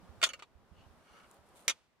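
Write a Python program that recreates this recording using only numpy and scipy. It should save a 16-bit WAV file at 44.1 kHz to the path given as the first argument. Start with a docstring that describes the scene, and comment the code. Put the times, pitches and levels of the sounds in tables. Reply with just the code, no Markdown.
"""Antlers rattled in a hunting stand

Gloved hands knock two antlers together in a small wooden stand: a double clack, a run of lighter
rattling clicks, a soft slide along the bone, then one more sharp clack. Each hit mixes noise bursts
with fading tones of the bone, thickened by echoes from the close roof and walls. Shaped noise makes
the slide, the rustling sleeves, the faint forest hush and the rumble; low tones make the floor bumps."""
import sys
import numpy as np
from scipy import signal
from scipy.fft import rfft, irfft, next_fast_len
from scipy.io import wavfile
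from scipy.ndimage import map_coordinates

SR = 44100
rng = np.random.default_rng(int(sys.argv[2]) if len(sys.argv) > 2 else 0)


def generate_wav(signal):
    """Clip the signal to [-1, 1] and save it as 16-bit WAV at the path in sys.argv[1]."""
    frames = np.transpose(np.atleast_2d(signal))
    scaled = np.clip(frames, -1, 1) * 32767
    pcm = np.round(scaled).astype(np.int16)
    wavfile.write(sys.argv[1], SR, pcm)


N = 88200
CLICK_SIZE = SR // 3  # longest click, in samples
T, CLICK_T = np.arange(N) / SR, np.arange(CLICK_SIZE) / SR  # seconds
WALL_WIDTH = 0.68  # side signal relative to the middle

# tones that ring when each part of an antler is hit: [f/Hz, level/dB]
BEAM = [(652, -11.5), (1087, -9.5), (1262, -7.5), (1365, 0), (1492, -11.5), (1885, -4), (2153, -8),
        (2422, -2.5), (2730, -7.5), (2869, -7), (3533, -4.5), (4547, -6.5), (7750, -12.5)]
BROW = [(3127, -8), (3246, -4.5), (3390, -2), (3533, -1.5), (3680, -4), (4560, -7), (5300, -10.5),
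        (6500, -12.5), (6710, -8.5), (8700, -12.5)]
TIP = [(2939, 0.5), (3300, -3), (6002, -3), (6303, -2.5), (6710, -2), (9650, -6.5)]
BASE = [(390, -11.5), (662, -11.5), (909, -6), (1065, -5), (1238, 1.5), (1458, -9), (2244, -8), (2422, -9),
        (3407, -8), (3773, -6.5), (4338, -8.5)]
TINE = [(540, -13), (950, -18), (1178, -16), (1297, -12.5), (1857, -7.5), (2105, 0), (2228, -7.5),
        (2398, -2), (2600, -8), (2903, -5.5), (3030, -11.5), (3159, -7.5), (3445, -5), (3720, -6.5),
        (4597, -9), (5630, -0.5), (5889, -3.5), (6371, -8.5)]
FORK = [(540, -8), (1259, -1), (1437, -3), (1850, -7.5), (2153, -7.5), (2287, -5), (2745, 0.5), (2960, -1),
        (4420, -4)]
# resonances of the rubbed beam and of a rubbed tip: [f/Hz, width/Hz, level/dB]
RUBBED_BEAM = [(1300, 180, 3), (2200, 76, -4), (2830, 200, -7.5), (4370, 130, -9.5), (5850, 84, -7.5),
               (8470, 230, -16)]
RUBBED_TIP = [(2906, 320, -2.5), (4270, 160, -9.5), (6260, 150, -12.5)]
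# colour of the dry noise of bone on bone: [f/Hz, level per Hz/dB]
CRACK = [(60, -28), (180, -26.5), (330, -11.5), (600, -7.5), (1000, -4), (1600, 5), (3200, 3), (4200, 0),
         (7500, -3), (11000, -18), (13500, -24.5), (15800, -45.5)]


def amp(db):
    """Turn decibels into a gain."""
    return 10 ** (np.asarray(db) / 20)


def unit(x):
    """Scale to an average strength (rms) of 1."""
    return x / np.sqrt(np.mean(x ** 2) + 1e-20)


def blow(x):
    """Scale each stereo click to the energy of ten milliseconds at rms 1."""
    energy = np.sum(x ** 2, axis=(-2, -1), keepdims=True)
    return x / np.sqrt(energy / (2 * SR / 100))


def along(points, hz):
    """Read a curve of (f, value) points, drawn on a logarithmic pitch axis."""
    f, value = np.transpose(points)
    return np.interp(np.log(hz + 1), np.log(f + 1), value)


def pan(db):
    """Left and right gains for a left-minus-right level difference."""
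    return amp(np.array([[.5], [-.5]]) * db)


def filtered(x, response):
    """Change each pitch in x by the gain that response gives for it."""
    n = x.shape[-1]
    padded = next_fast_len(n + SR // 4)
    hz = np.fft.rfftfreq(padded, 1 / SR)
    return irfft(rfft(x, padded) * response(hz), padded)[..., :n]


def noise(spectrum, tilt_db=0, size=N):
    """Two unrelated coloured noises, tilted by tilt_db per octave above 300 Hz."""
    def colour(hz):
        octaves = np.log2(np.maximum(hz, 300))
        return amp(along(spectrum, hz) + tilt_db * octaves)
    return unit(filtered(rng.standard_normal((2, size)), colour))


def widen(pair, width):
    """Left and right from a middle and a side signal."""
    middle, side = pair[0], width * pair[1]
    return np.array([middle + side, middle - side]) / np.sqrt(1 + width ** 2)


def wobble(rate):
    """A smooth random curve through rate random points a second."""
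    knots = rng.standard_normal(int(N * rate / SR) + 4)
    return map_coordinates(knots, [np.arange(N) * rate / SR])


def add(track, s, sound):
    """Mix a sound into a track, starting at s seconds."""
    part = track[:, max(0, round(s * SR)):][:, :sound.shape[-1]]
    part += sound[:, :part.shape[-1]]


def burst(spectrum, t60, tilt_db=0):
    """Coloured noise that starts at once and fades by 60 dB in t60 seconds."""
    fade = amp(-60 * CLICK_T / t60)
    return widen(noise(spectrum, tilt_db, size=CLICK_SIZE), WALL_WIDTH) * fade


def strokes(rows):
    """A smooth swell around the middle of every stroke, summed as power."""
    swells = (amp(db) ** 2 * np.exp(-(2 * (T - s) / length) ** 2) for s, length, db in rows)
    return np.sqrt(sum(swells))


def level_curve(rows):
    """Straight lines between (time, level) points, in dB."""
    return np.interp(T, *np.transpose(rows))


def steady_hiss():
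    """The quietest layer: steady coloured noise under everything."""
    # colour of the hiss: [f/Hz, level per Hz/dB]
    hiss_colour = [(88, -28.5), (150, -2.5), (477, -11.5), (687, -11), (2100, -11.5), (3000, -16),
                   (15000, -35.5)]
    return amp(-79) * noise(hiss_colour)


def rumble():
    """A low, uneven rumble of air: deep noise with a wandering level, stronger on the right."""
    # colour of the rumble: [f/Hz, level per Hz/dB]
    rumble_colour = [(20, -14), (70, 0), (130, -6), (220, -7), (400, -16), (1500, -60)]
    # course of its level before the wobble and panning: [t/s, level/dB]
    rumble_level = [(0, -63.5), (.2, -65.5), (.42, -74), (.65, -67.5), (.95, -68.5), (1.2, -73.5),
                    (1.6, -72), (1.76, -81), (2, -80.5)]
    level = level_curve(rumble_level) + 2 * wobble(17)
    return pan(-3.5) * noise(rumble_colour) * amp(level)


def forest_hush():
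    """A faint forest hush: noise whose left and right are more alike at some pitches than others."""
    # colour of the hush: [f/Hz, level per Hz/dB]
    hush_colour = [(88, -34), (150, -8.5), (205, -6.5), (346, -8.5), (381, -7.5), (708, -6), (766, -7.5),
                   (1200, -9), (2100, -20), (5870, -26.5), (6470, -29.5), (9540, -31), (15500, -38)]
    # likeness that sets the share of middle and side before widening: [f/Hz, likeness from -1 to 1]
    hush_alike = [(60, 0.027), (180, 0.69), (550, 0.94), (1650, 0.4), (4970, -0.12), (15000, -0.14)]
    # course of its level, before the wobble, sinking after the loud clacks: [t/s, level/dB]
    hush_level = [(0, -63.5), (0.22, -61), (.48, -73), (0.661, -69), (.8, -65.5), (1.1, -65), (1.4, -65),
                  (1.675, -63), (1.76, -76), (1.859, -80.5), (2, -79)]

    def middle_and_side(hz):
        turn = np.arccos(np.clip(along(hush_alike, hz), -1, 1)) / 2
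        return np.array([np.cos(turn), np.sin(turn)])
    air = widen(filtered(noise(hush_colour), middle_and_side), 0.9)
    return unit(air) * amp(level_curve(hush_level) + wobble(14))


def bumps():
    """Shifting weight thuds in the floor boards: fading low tones with an unsteady phase, on the right."""
    # dull bumps, level before attack and panning: [t/s, level/dB, f/Hz]
    floor_bumps = [(0.026, -53, 186), (0.026, -56, 63.5), (0.091, -43.5, 76), (0.178, -53, 90),
                   (0.551, -49, 66.7), (0.714, -47.5, 76.2), (0.716, -52.5, 176), (0.786, -56, 108),
                   (0.862, -49.5, 75), (0.899, -54.5, 72.9), (1.387, -59, 80)]
    attack_s, t60_s, waver_rad = 0.0054, .09, .5
    out = np.zeros((2, N))
    for s, db, hz in floor_bumps:
        waver = waver_rad * np.array([wobble(90), wobble(67)])[:, :CLICK_SIZE]
        swing = np.sin(2 * np.pi * hz * CLICK_T + waver)
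        fade = amp(db - 60 * CLICK_T / t60_s) * (1 - np.exp(-CLICK_T / attack_s))
        add(out, s, pan(-14) * fade * swing)
    return out


def sleeves():
    """Rubbing cloth makes grainy noise swishes and a few very short ticks."""
    # swishes, timed at their middle: [t/s, length/s, level/dB]
    swishes = [(1.17, 0.31, -77), (1.33, 0.072, -74), (1.49, 0.061, -77), (1.57, 0.024, -61),
               (1.607, 0.077, -65)]
    # tiny cloth ticks: [t/s, starting level/dB]
    cloth_ticks = [(1.3135, -46), (1.344, -54), (1.49, -61)]
    # colour of the cloth noise: [f/Hz, level per Hz/dB]
    cloth_colour = [(500, -8), (1500, -1), (4000, -0.5), (5200, -7.5), (7000, -0.5), (9800, 3.5),
                    (12500, -5.5), (15500, -16.5)]
    grain = amp(3.5 * wobble(790))
    out = strokes(swishes) * unit(noise(cloth_colour) * grain)
    for s, db in cloth_ticks:
        add(out, s, amp(db) * burst(cloth_colour, t60=0.003, tilt_db=7.5))
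    return out


def resonances(part, f):
    """Response of a rubbed part: broad peaks at its own pitches, added together."""
    return sum(amp(db) * 1j * f * width / (centre ** 2 - f ** 2 + 1j * f * width)
               for centre, width, db in part)


def slides():
    """Grainy glove friction sounds the broad resonances of the hand-damped antler."""
    # slides, timed at their middle, level of the bone sound:
    # [t/s, length/s, level/dB, rubbed part, friction brightness/dB per octave]
    glove_slides = [(0.802, 0.071, -70.5, RUBBED_TIP, -1.5), (1.128, 0.14, -66, RUBBED_BEAM, -0.5),
                    (1.187, 0.054, -61.5, RUBBED_BEAM, -3), (1.247, 0.028, -64, RUBBED_BEAM, -2.5)]
    out = np.zeros((2, N))
    for s, length, db, part, tilt_db in glove_slides:
        grain = amp(2 * wobble(250))
        friction = widen(noise(CRACK, tilt_db), WALL_WIDTH) * grain
        bone = unit(filtered(friction, lambda hz: resonances(part, hz)))
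        hiss = amp(-10) * unit(friction)
        out += strokes([(s, length, db)]) * (bone + hiss)
    return out


def thuds():
    """The hardest clacks jolt the hands: a short, dry burst of low noise under each."""
    # dull thuds: [t/s, level/dB]
    hand_thuds = [(0.236, -61.5), (1.678, -50)]
    # colour of a thud: [f/Hz, level per Hz/dB]
    thud_colour = [(20, -1), (100, -1), (250, -6), (500, -16), (1500, -53.5)]
    out = np.zeros((2, N))
    for s, db in hand_thuds:
        add(out, s, amp(db) * blow(burst(thud_colour, t60=.02)))
    return out


def in_stand(x, wet_db):
    """Add dense, uneven reflections of the close roof and walls: x convolved with fading noise."""
    delay_s, hold_s, t60_s, grain_db = 0.0019, 0.0056, .05, 5
    n = x.shape[-1]
    t = np.arange(n) / SR
    grain = grain_db * np.clip(rng.standard_normal(n), -2, 2)
    fade = amp(-60 * np.maximum(t - hold_s, 0) / t60_s + grain)
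    walls = widen(rng.standard_normal((2, n)), WALL_WIDTH) * fade * (t > delay_s)
    answer = irfft(rfft(x, 2 * n) * rfft(walls, 2 * n))[..., :n]
    return blow(blow(x) + amp(wet_db) * blow(answer))


def ring(modes):
    """Fading tones of the bone with reflections; levels vary by blow, phases also by ear."""
    attack_s, scatter_db, spread_rad = 0.002, 1, 0.85
    t = np.arange(CLICK_SIZE // 2) / SR
    hz, db = np.transpose(modes)[:, :, None, None]  # axes: tone, ear, time
    phase = rng.uniform(0, 2 * np.pi, hz.shape) + spread_rad * rng.standard_normal((len(hz), 2, 1))
    width_hz = 55 + .009 * hz  # a wider tone dies sooner
    decay = np.exp(-np.pi * width_hz * t) * (1 - np.exp(-t / attack_s))
    tones = in_stand(decay * np.sin(2 * np.pi * hz * t + phase), wet_db=-2.5)
    gains = amp(db + scatter_db * rng.standard_normal(hz.shape))
    return blow(np.sum(gains * tones, axis=0))


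def placed(x):
    """Place the antlers by pitch: narrow bass, wide treble, the left ear slightly late."""
    # left-minus-right level difference: [f/Hz, difference/dB]
    antler_pan = [(500, -1), (1200, 0.35), (2800, -1.5), (5500, -2.5), (9000, 3.7), (13000, -2)]
    # gain of the side signal: [f/Hz, level/dB]
    antler_side = [(300, -9.5), (1200, -7.5), (2400, 0), (5000, -1.5), (12000, 1.5)]
    left_lag_s = .00004
    mid = (x[0] + x[1]) / 2
    side = filtered((x[0] - x[1]) / 2, lambda hz: amp(along(antler_side, hz)))

    def ears(hz):
        lag = np.exp(np.array([[-1], [1]]) * 1j * np.pi * hz * left_lag_s)
        return pan(along(antler_pan, hz)) * lag
    return filtered(np.array([mid + side, mid - side]), ears)


def antlers():
    """Each contact snaps, cracks, knocks and rings the two parts that meet."""
    # contacts, levels before filtering and placing: [t/s, part of one antler, its level/dB,
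    # part of the other, its level/dB, hollow knock level/dB, crack level/dB, dry snap level/dB,
    # crack brightness/dB per octave]
    contacts = [ (0.2156, BEAM, -40.5, FORK, -44.5, -53, -46.5, -63, 3),
                (0.2282, BEAM, -26.5, BROW, -30, -42, -35.5, -37, 1),
                (0.2319, BEAM, -28, BASE, -34.5, -49, -35, -59, -3),
                (0.2370, BROW, -27, BEAM, -33.5, -48, -27, -33.5, 3),
                (0.2395, BROW, -26.5, BASE, -40, -51, -41, -31, 2),
                (0.2470, BEAM, -42, BROW, -56, -47, -39, -49, -1),
                (0.2630, TIP, -49, FORK, -42, -54, -43.5, -58, 9),
                (0.2708, TIP, -47.5, BASE, -47, -49.5, -50.5, -62, 2),
                (0.2895, TIP, -44.5, FORK, -48, -64, -48.5, -55, 3),
                (0.3018, TIP, -60, FORK, -47.5, -64, -55.5, -71, -1.5),
                (0.3337, TIP, -63.5, FORK, -51, -72, -49.5, -66, 4),
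                (0.3364, TINE, -56, FORK, -43, -72, -55, -65, -3),
                (0.3930, BASE, -61.5, FORK, -60.5, -60.5, -68, -67, 1.5),
                (0.397, BASE, -57, FORK, -61.5, -64.5, -59.5, -61, -3),
                (0.4230, BASE, -49, FORK, -55, -56.5, -51, -63.5, -2.5),
                (1.6800, TINE, -26.5, TIP, -39, -46.5, -29, -30.5, 5),
                (1.6960, TIP, -35, TINE, -32.5, -49, -36.5, -50, 3.5),
                (1.7010, BROW, -39, BASE, -41, -46.5, -36, -46.5, -0.5)]
    # colour of the hollow knock of the grip: [f/Hz, level per Hz/dB]
    knock_colour = [(40, -29), (170, -28), (330, -7), (600, 0), (950, -1.5), (1300, -1), (2000, -20),
                    (5000, -48.5)]
    # colour of the stand's weak late echo: [f/Hz, level per Hz/dB]
    tail_colour = [(150, -12.5), (600, -1), (3000, 2), (6000, -4), (9000, -9.5), (15000, -25)]
    out = np.zeros((2, N))
    bite = 1 - np.exp(-CLICK_T / 0.0014)  # soft start of the crack, in seconds
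    for s, one, one_db, other, other_db, knock_db, crack_db, snap_db, tilt_db in contacts:
        crack = in_stand(bite * burst(CRACK, 0.01, tilt_db), wet_db=0)
        snap = blow(burst(CRACK, 0.02, tilt_db + 2))  # no reflections
        knock = in_stand(burst(knock_colour, t60=0.0095), wet_db=-12)
        late_echo = amp(-34) * burst(tail_colour, t60=0.53)
        add(out, s, amp(crack_db) * (crack + late_echo))
        add(out, s, amp(snap_db) * snap)
        add(out, s, amp(knock_db) * knock)
        add(out, s, amp(one_db) * ring(one) + amp(other_db) * ring(other))
    # a low cut at 257 Hz keeps the clacks lean and free of boom
    low_cut = signal.butter(2, 257, "high", fs=SR, output="sos")
    return placed(signal.sosfilt(low_cut, out))


def scene():
    """The quiet around, the hands that move the antlers, and the antlers."""
    quiet = steady_hiss() + rumble() + forest_hush()
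    hands = bumps() + sleeves() + slides() + thuds()
    return quiet + hands + antlers()


def record(dry):
    """Cut off the treble very steeply at the top of the band."""
    top_hz = 15600
    return filtered(dry, lambda hz: 1 / np.sqrt(1 + (hz / top_hz) ** 160))


dry = scene()
out = record(dry)
generate_wav(out)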